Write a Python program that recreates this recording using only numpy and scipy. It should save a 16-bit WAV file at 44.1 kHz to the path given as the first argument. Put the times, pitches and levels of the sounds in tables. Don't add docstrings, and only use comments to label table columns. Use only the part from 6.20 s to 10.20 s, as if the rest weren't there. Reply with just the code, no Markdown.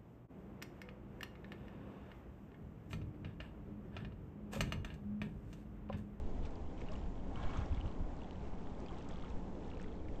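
import sys
import numpy as np
from scipy import signal
from scipy.fft import rfft, irfft
from scipy.io import wavfile

SR = 44100
rng = np.random.default_rng(int(sys.argv[2]) if len(sys.argv) > 2 else 0)


def pcm_store(signal):
    levels = np.round(np.clip(np.atleast_2d(signal), -1, 1) * 32767)
    wavfile.write(sys.argv[1], SR, levels.astype(np.int16).T)


N = 176400
TIME = np.arange(N) / SR
BINS = np.fft.rfftfreq(N, 1 / SR)
CUTOFF_HZ = 8350

# frequency in Hz, relative level in dB.
DRONE_SPECTRUM = [(20, -8.5), (60, 5.5), (125, -3.5), (180, -1), (280, -3), (380, -7), (470, -8.5),
                  (570, -11), (850, -12.5), (1200, -26), (1800, -29.5), (3000, -35.5), (4500, -42.5),
                  (7300, -43), (8500, -53.5)]
# time in seconds, gain in dB.
DRONE_GAIN = [(0, 1), (.5, 0.5), (1.0, 1), (1.5, 2), (2.1, 1), (2.7, 0.8), (3.2, 1.5), (3.7, -2), (4, 1)]
# frequency in Hz, relative level in dB.
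TRAFFIC_SPECTRUM = [(50, -12), (95, 8), (150, -9), (500, -10.5), (850, -1), (1250, -10.5), (2000, -24),
                    (5000, -51.5)]
# time in seconds, level in dB.
TRAFFIC_SWELL = [(0, -67.5), (1, -63.5), (1.8, -61), (2.4, -61.5), (2.9, -61.5), (3.3, -66), (4, -67.5)]
# pitch in Hz, base level in dB, half width in Hz.
HUM_RINGS = [(177, -60.5, 9.9), (190.8, -63.5, 13), (269, -64.5, 11), (420.4, -67, 7.3), (1059, -77.5, 8.6),
             (2198, -87.5, 13)]
# time in seconds, gain in dB.
HUM_GAIN = [(0, -1), (1.5, -1), (2.1, -1), (2.85, 2.5), (3.3, 2), (4, -2)]
# frequency in Hz, relative level in dB.
WIND_SPECTRUM = [(8, 6), (25, 0.5), (50, -6), (85, -8.5), (120, -20.5), (200, -22), (400, -39),
                 (1000, -55.5), (3000, -75)]
# time in seconds, level in dB.
WIND_STRENGTH = [(0, -35.5), (.1, -37), (.3, -43), (.62, -44.5), (1.1, -40.5), (1.34, -40), (1.56, -49),
                 (1.74, -46.5), (1.86, -40.5), (2.0, -46), (2.9, -47.5), (3.15, -44), (3.35, -51),
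                 (3.6, -45.5), (4, -43.5)]
# centre and length in seconds, level in dB, upper edge in Hz.
WIND_BUFFETS = [(0.036, 0.045, -39, 91), (0.217, 0.071, -40.5, 70), (0.246, 0.037, -44, 60),
                (1.404, 0.057, -33, 151), (1.511, 0.016, -32, 120), (1.536, 0.024, -31, 140),
                (1.586, 0.041, -34, 150), (1.656, 0.039, -36, 130), (1.809, .035, -34, 170),
                (1.843, 0.019, -45, 90), (3.158, 0.032, -44, 60), (3.573, 0.02, -41.5, 110)]
# centre and half length in seconds, strength in dB.
WAVELETS = [(0.032, .06, -73), (0.263, 0.025, -60.5), (0.603, 0.018, -62.5), (0.735, 0.068, -63),
            (1.239, 0.012, -54), (1.364, 0.084, -62), (1.55, 0.054, -62), (1.688, 0.035, -61),
            (2.096, 0.14, -68.5), (2.436, 0.13, -68.5), (2.806, 0.12, -63.5), (2.974, 0.089, -65),
            (3.08, .04, -64.5), (3.526, 0.11, -66.5), (3.618, 0.049, -64.5), (3.732, 0.063, -66.5),
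            (3.95, .08, -79)]
# pitch in Hz, relative weight in dB.
CLOUD_WEIGHTS = [(600, 0.5), (1100, 3), (1900, 0), (3000, 4.5), (4300, -5), (7500, -12)]
# frequency in Hz, relative level in dB.
FIZZ_SPECTRUM = [(400, 8.5), (800, 10.5), (1300, 20), (2000, 5), (3100, 10), (4300, 2), (6500, -17.5),
                 (8500, -9.5)]
# start in seconds, pitch in Hz, peak in dB, decay time in cycles.
CLEAR_BUBBLES = [(.259, 2400, -50, 3.3), (.356, 4560, -54, 4.3), (0.6156, 2200, -46, 3.4),
                 (0.6184, 2250, -48, 2.5), (.686, 2700, -48, 7), (.7175, 5100, -55, 5),
                 (0.72, 4900, -49.5, 2.9), (.7208, 1070, -48.5, 6.4), (.7314, 5500, -64, 3.2),
                 (0.755, 2730, -49.5, 5.6), (1.1579, 2870, -45.5, 5.9), (1.174, 1300, -44, 1.5),
                 (1.2374, 3190, -49, 9.4), (1.304, 2680, -51, 5.7), (1.3616, 1190, -38.5, 1.9),
                 (1.373, 6100, -50, 5.9), (1.46, 5340, -56, 5.4), (1.53, 3140, -56, 4.6),
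                 (1.611, 2850, -45.5, 6.4), (1.6605, 2810, -52, 5.5), (2.0178, 2700, -53, 7.4),
                 (2.11, 2860, -45, 2), (2.4694, 1800, -55.5, 4.9), (2.6618, 2390, -53, 7),
                 (2.6625, 4480, -54.5, 5.1), (2.6846, 3120, -49, 4), (2.6916, 3080, -52, 5),
                 (2.709, 1070, -48, 5.6), (2.809, 2600, -52, 3), (2.889, 6100, -45.5, 1.3),
                 (2.9055, 1700, -50.5, 2.3), (3.0254, 3300, -50.5, 2.9), (3.037, 1150, -46, 2.7),
                 (3.043, 1300, -50, 4), (3.0518, 2600, -55, 3), (3.5149, 2600, -50, 3.4),
                 (3.5352, 2720, -54, 6.9), (3.598, 1670, -45, 2.5), (3.6152, 6600, -62, 4.8),
                 (3.6428, 1900, -49, 3), (3.8856, 2100, -49, 2)]
# start in seconds, peak in dB.
SPRAY_TICKS = [(.259, -59), (0.307, -59), (0.609, -58), (.732, -55.5), (.761, -58), (1.966, -57),
               (2.602, -54), (2.784, -59), (2.8907, -51), (3.102, -68), (3.615, -56), (3.628, -55.5)]
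# centre and length in seconds, pitch in Hz, peak in dB, glide in octaves a second.
WATER_GURGLES = [(0.71, 0.027, 630, -49, 1.5), (1.23, 0.047, 491, -57, 1.5), (3.401, .04, 590, -52.5, -5),
                 (3.415, .025, 317, -49.5, 0.5), (3.565, .04, 511.6, -54, -0.5),
                 (3.661, .04, 433, -49, -5.5), (3.722, 0.052, 450, -50.5, 0.5),
                 (3.877, 0.054, 312.3, -47.5, -5)]
# start and length in seconds, top pitch and opening sag in Hz,
# place of the top from 0 to 1, peak in dB.
BIRD_WHISTLES = [(0.715, 0.14, 7220, 710, 0.9, -81), (0.857, 0.055, 7200, 228, 0.4, -80)]
# frequency in Hz, relative level in dB.
BLOW_SPECTRUM = [(200, -5.5), (500, 3), (800, 5), (1150, -2), (1500, -5), (1950, -7), (2300, -13),
                 (3300, -9.5), (4500, -26.5), (6500, -26), (8500, -39)]
# pitch in Hz, level at full blow in dB, half width in Hz.
BLOW_RESONANCES = [(1063, -59, 25), (1125, -61, 34), (1370, -64, 110), (1631, -68.5, 18), (2230, -68.5, 33)]
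# frequency in Hz, relative level in dB.
MIST_SPECTRUM = [(1000, -19.5), (3000, 4.5), (5000, -4.5), (6500, -3), (8500, -6.5)]
# time in seconds, level in dB.
MIST_SWELL = [(1.0, -100), (1.16, -72), (1.24, -73), (1.31, -73), (1.375, -68), (1.44, -78.5), (1.7, -100)]
# frequency in Hz, relative level in dB.
HOLLOW_SPECTRUM = [(150, -15), (250, -2), (310, 5.5), (380, -9), (450, 0), (600, -8.5), (900, -26.5),
                   (3000, -63)]
# time in seconds, level in dB.
HOLLOW_SWELL = [(0, -76.5), (3.1, -70), (3.4, -56.5), (3.7, -54), (4, -62)]


def amp(db):
    return 10 ** (np.asarray(db) / 20)


def unit(x):
    return x / np.sqrt(np.mean(x ** 2) + 1e-20)


def spectrum(points, hz):
    f, db = np.transpose(points)
    return amp(np.interp(np.log(hz + 1), np.log(f + 1), db))


def level(points):
    return amp(np.interp(TIME, *np.transpose(points)))


def noise(gain):
    return unit(irfft(rfft(rng.standard_normal(N)) * gain, N))


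def wander(rate_hz):
    return noise(1 / (1 + (BINS / rate_hz) ** 2) ** 2)


def rings(table):
    return sum(amp(db) * noise(1 / (1 + ((BINS - hz) / width) ** 2)) for hz, db, width in table)


def add(mix, s, sound):
    part = mix[max(round(s * SR), 0):][:len(sound)]
    part += sound[:len(part)]


def far_town(wash_db=-49, waver_db=1.0):
    wash = amp(wash_db + waver_db * wander(14)) * noise(spectrum(DRONE_SPECTRUM, BINS))
    traffic = level(TRAFFIC_SWELL) * noise(spectrum(TRAFFIC_SPECTRUM, BINS))
    hum = level(HUM_GAIN) * rings(HUM_RINGS)
    return level(DRONE_GAIN) * wash + traffic + hum


def wind(lumpy_db=1.8, buffet_low_hz=34):
    colour = spectrum(WIND_SPECTRUM, BINS)
    out = level(WIND_STRENGTH) * amp(lumpy_db * wander(12)) * noise(colour)
    low_cut = BINS ** 2 / (BINS ** 2 + buffet_low_hz ** 2)
    for centre, length, db, edge_hz in WIND_BUFFETS:
        eddies = noise(colour * low_cut / np.sqrt(1 + (BINS / edge_hz) ** 2))
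        shape = np.exp(-(2 * (TIME - centre) / length) ** 2)
        buffet_rms = np.sqrt(np.average(eddies ** 2, weights=shape ** 2))
        out += amp(db) * shape * eddies / buffet_rms
    return out


def bubble(hz, cycles, rise=0.1, glide=0.04, splash_db=-21, splash_s=0.0028):
    t = TIME[:1400]
    age = t * hz / cycles
    pitch = hz * (1 + glide * np.minimum(age, 2))
    shape = (1 - np.exp(-(age / rise) ** 2)) * np.exp(-age)
    ring = shape / shape.max() * np.sin(2 * np.pi * np.cumsum(pitch) / SR)
    band = signal.butter(1, [hz / 2, min(hz * 2, SR / 3)], "band", fs=SR)
    splash = unit(signal.lfilter(*band, rng.standard_normal(len(t))))
    return ring + amp(splash_db) * splash * np.exp(-t / splash_s)


def wavelets(pitches=28, bubbles_per_s=800, spread_db=4.6, calm_db=-74, cloud_db=-2.5, fizz_db=-5):
    lap_power = sum(amp(db) ** 2 * np.exp(-((TIME - s) / half) ** 2) for s, half, db in WAVELETS)
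    stir = np.sqrt(amp(calm_db) ** 2 + lap_power)
    cloud = np.zeros(N)
    for hz in np.geomspace(600, 7500, pitches):
        births = rng.random(N) < bubbles_per_s / pitches / SR
        strengths = amp(spread_db * np.minimum(rng.exponential(1, N), 3))
        pops = signal.oaconvolve(births * strengths, bubble(hz, cycles=rng.uniform(1, 4.5)))[:N]
        cloud += np.sqrt(hz) * spectrum(CLOUD_WEIGHTS, hz) * pops
    fizz = noise(spectrum(FIZZ_SPECTRUM, BINS))
    out = stir * (amp(cloud_db) * unit(cloud) + amp(fizz_db) * fizz)
    for start, hz, db, cycles in CLEAR_BUBBLES:
        add(out, start, amp(db) * bubble(hz, cycles))
    return out


def spray(decay_s=0.0015, low_hz=4430):
    out = np.zeros(N)
    t = TIME[:600]
    band = signal.butter(2, [low_hz, CUTOFF_HZ], "band", fs=SR)
    for start, db in SPRAY_TICKS:
        snap = rng.standard_normal(len(t)) * np.exp(-t / decay_s)
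        tick = signal.lfilter(*band, snap)
        add(out, start, amp(db) * tick / abs(tick).max())
    return out


def gurgles():
    out = np.zeros(N)
    for centre, length, hz, db, glide in WATER_GURGLES:
        t = np.arange(-length * 1.5, length * 1.5, 1 / SR)
        turns = np.cumsum(hz * 2 ** (glide * t)) / SR + rng.random()
        shape = np.exp(-(2 * t / length) ** 2)
        add(out, centre + t[0], amp(db) * shape * np.sin(2 * np.pi * turns))
    return out


def far_bird():
    out = np.zeros(N)
    for start, length, top_hz, sag_hz, top_at, db in BIRD_WHISTLES:
        progress = np.arange(0, length, 1 / SR) / length
        pitch = top_hz - sag_hz * (progress / top_at - 1) ** 2
        shape = np.sqrt(np.sin(np.pi * progress))
        add(out, start, amp(db) * shape * np.sin(2 * np.pi * np.cumsum(pitch) / SR))
    return out


def blow(start_s=1.117, rise_s=0.088, end_s=1.423, fall_s=0.01, rush_db=-54,
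         echo_db=-6, echo_s=0.17, flutter_db=1.5):
    attack = np.clip((TIME - start_s) / rise_s, 0, 1)
    after = np.maximum(TIME - end_s, 0)
    release = np.maximum(np.exp(-after / fall_s), amp(echo_db) * np.exp(-after / echo_s))
    air = amp(rush_db) * noise(spectrum(BLOW_SPECTRUM, BINS)) + rings(BLOW_RESONANCES)
    flutter = amp(flutter_db * wander(120))
    mist = level(MIST_SWELL) * noise(spectrum(MIST_SPECTRUM, BINS))
    return flutter * (attack * release * air + mist)


def hollow_swell():
    return level(HOLLOW_SWELL) * noise(spectrum(HOLLOW_SPECTRUM, BINS))


def scene():
    return (far_town() + hollow_swell() + gurgles() + wind() + blow() + wavelets()
            + spray() + far_bird())[None]


def record(dry):
    low_pass = signal.firwin(201, CUTOFF_HZ, window=("kaiser", 8), fs=SR)
    return signal.oaconvolve(dry, low_pass[None], "same")


dry = scene()
out = record(dry)
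pcm_store(out)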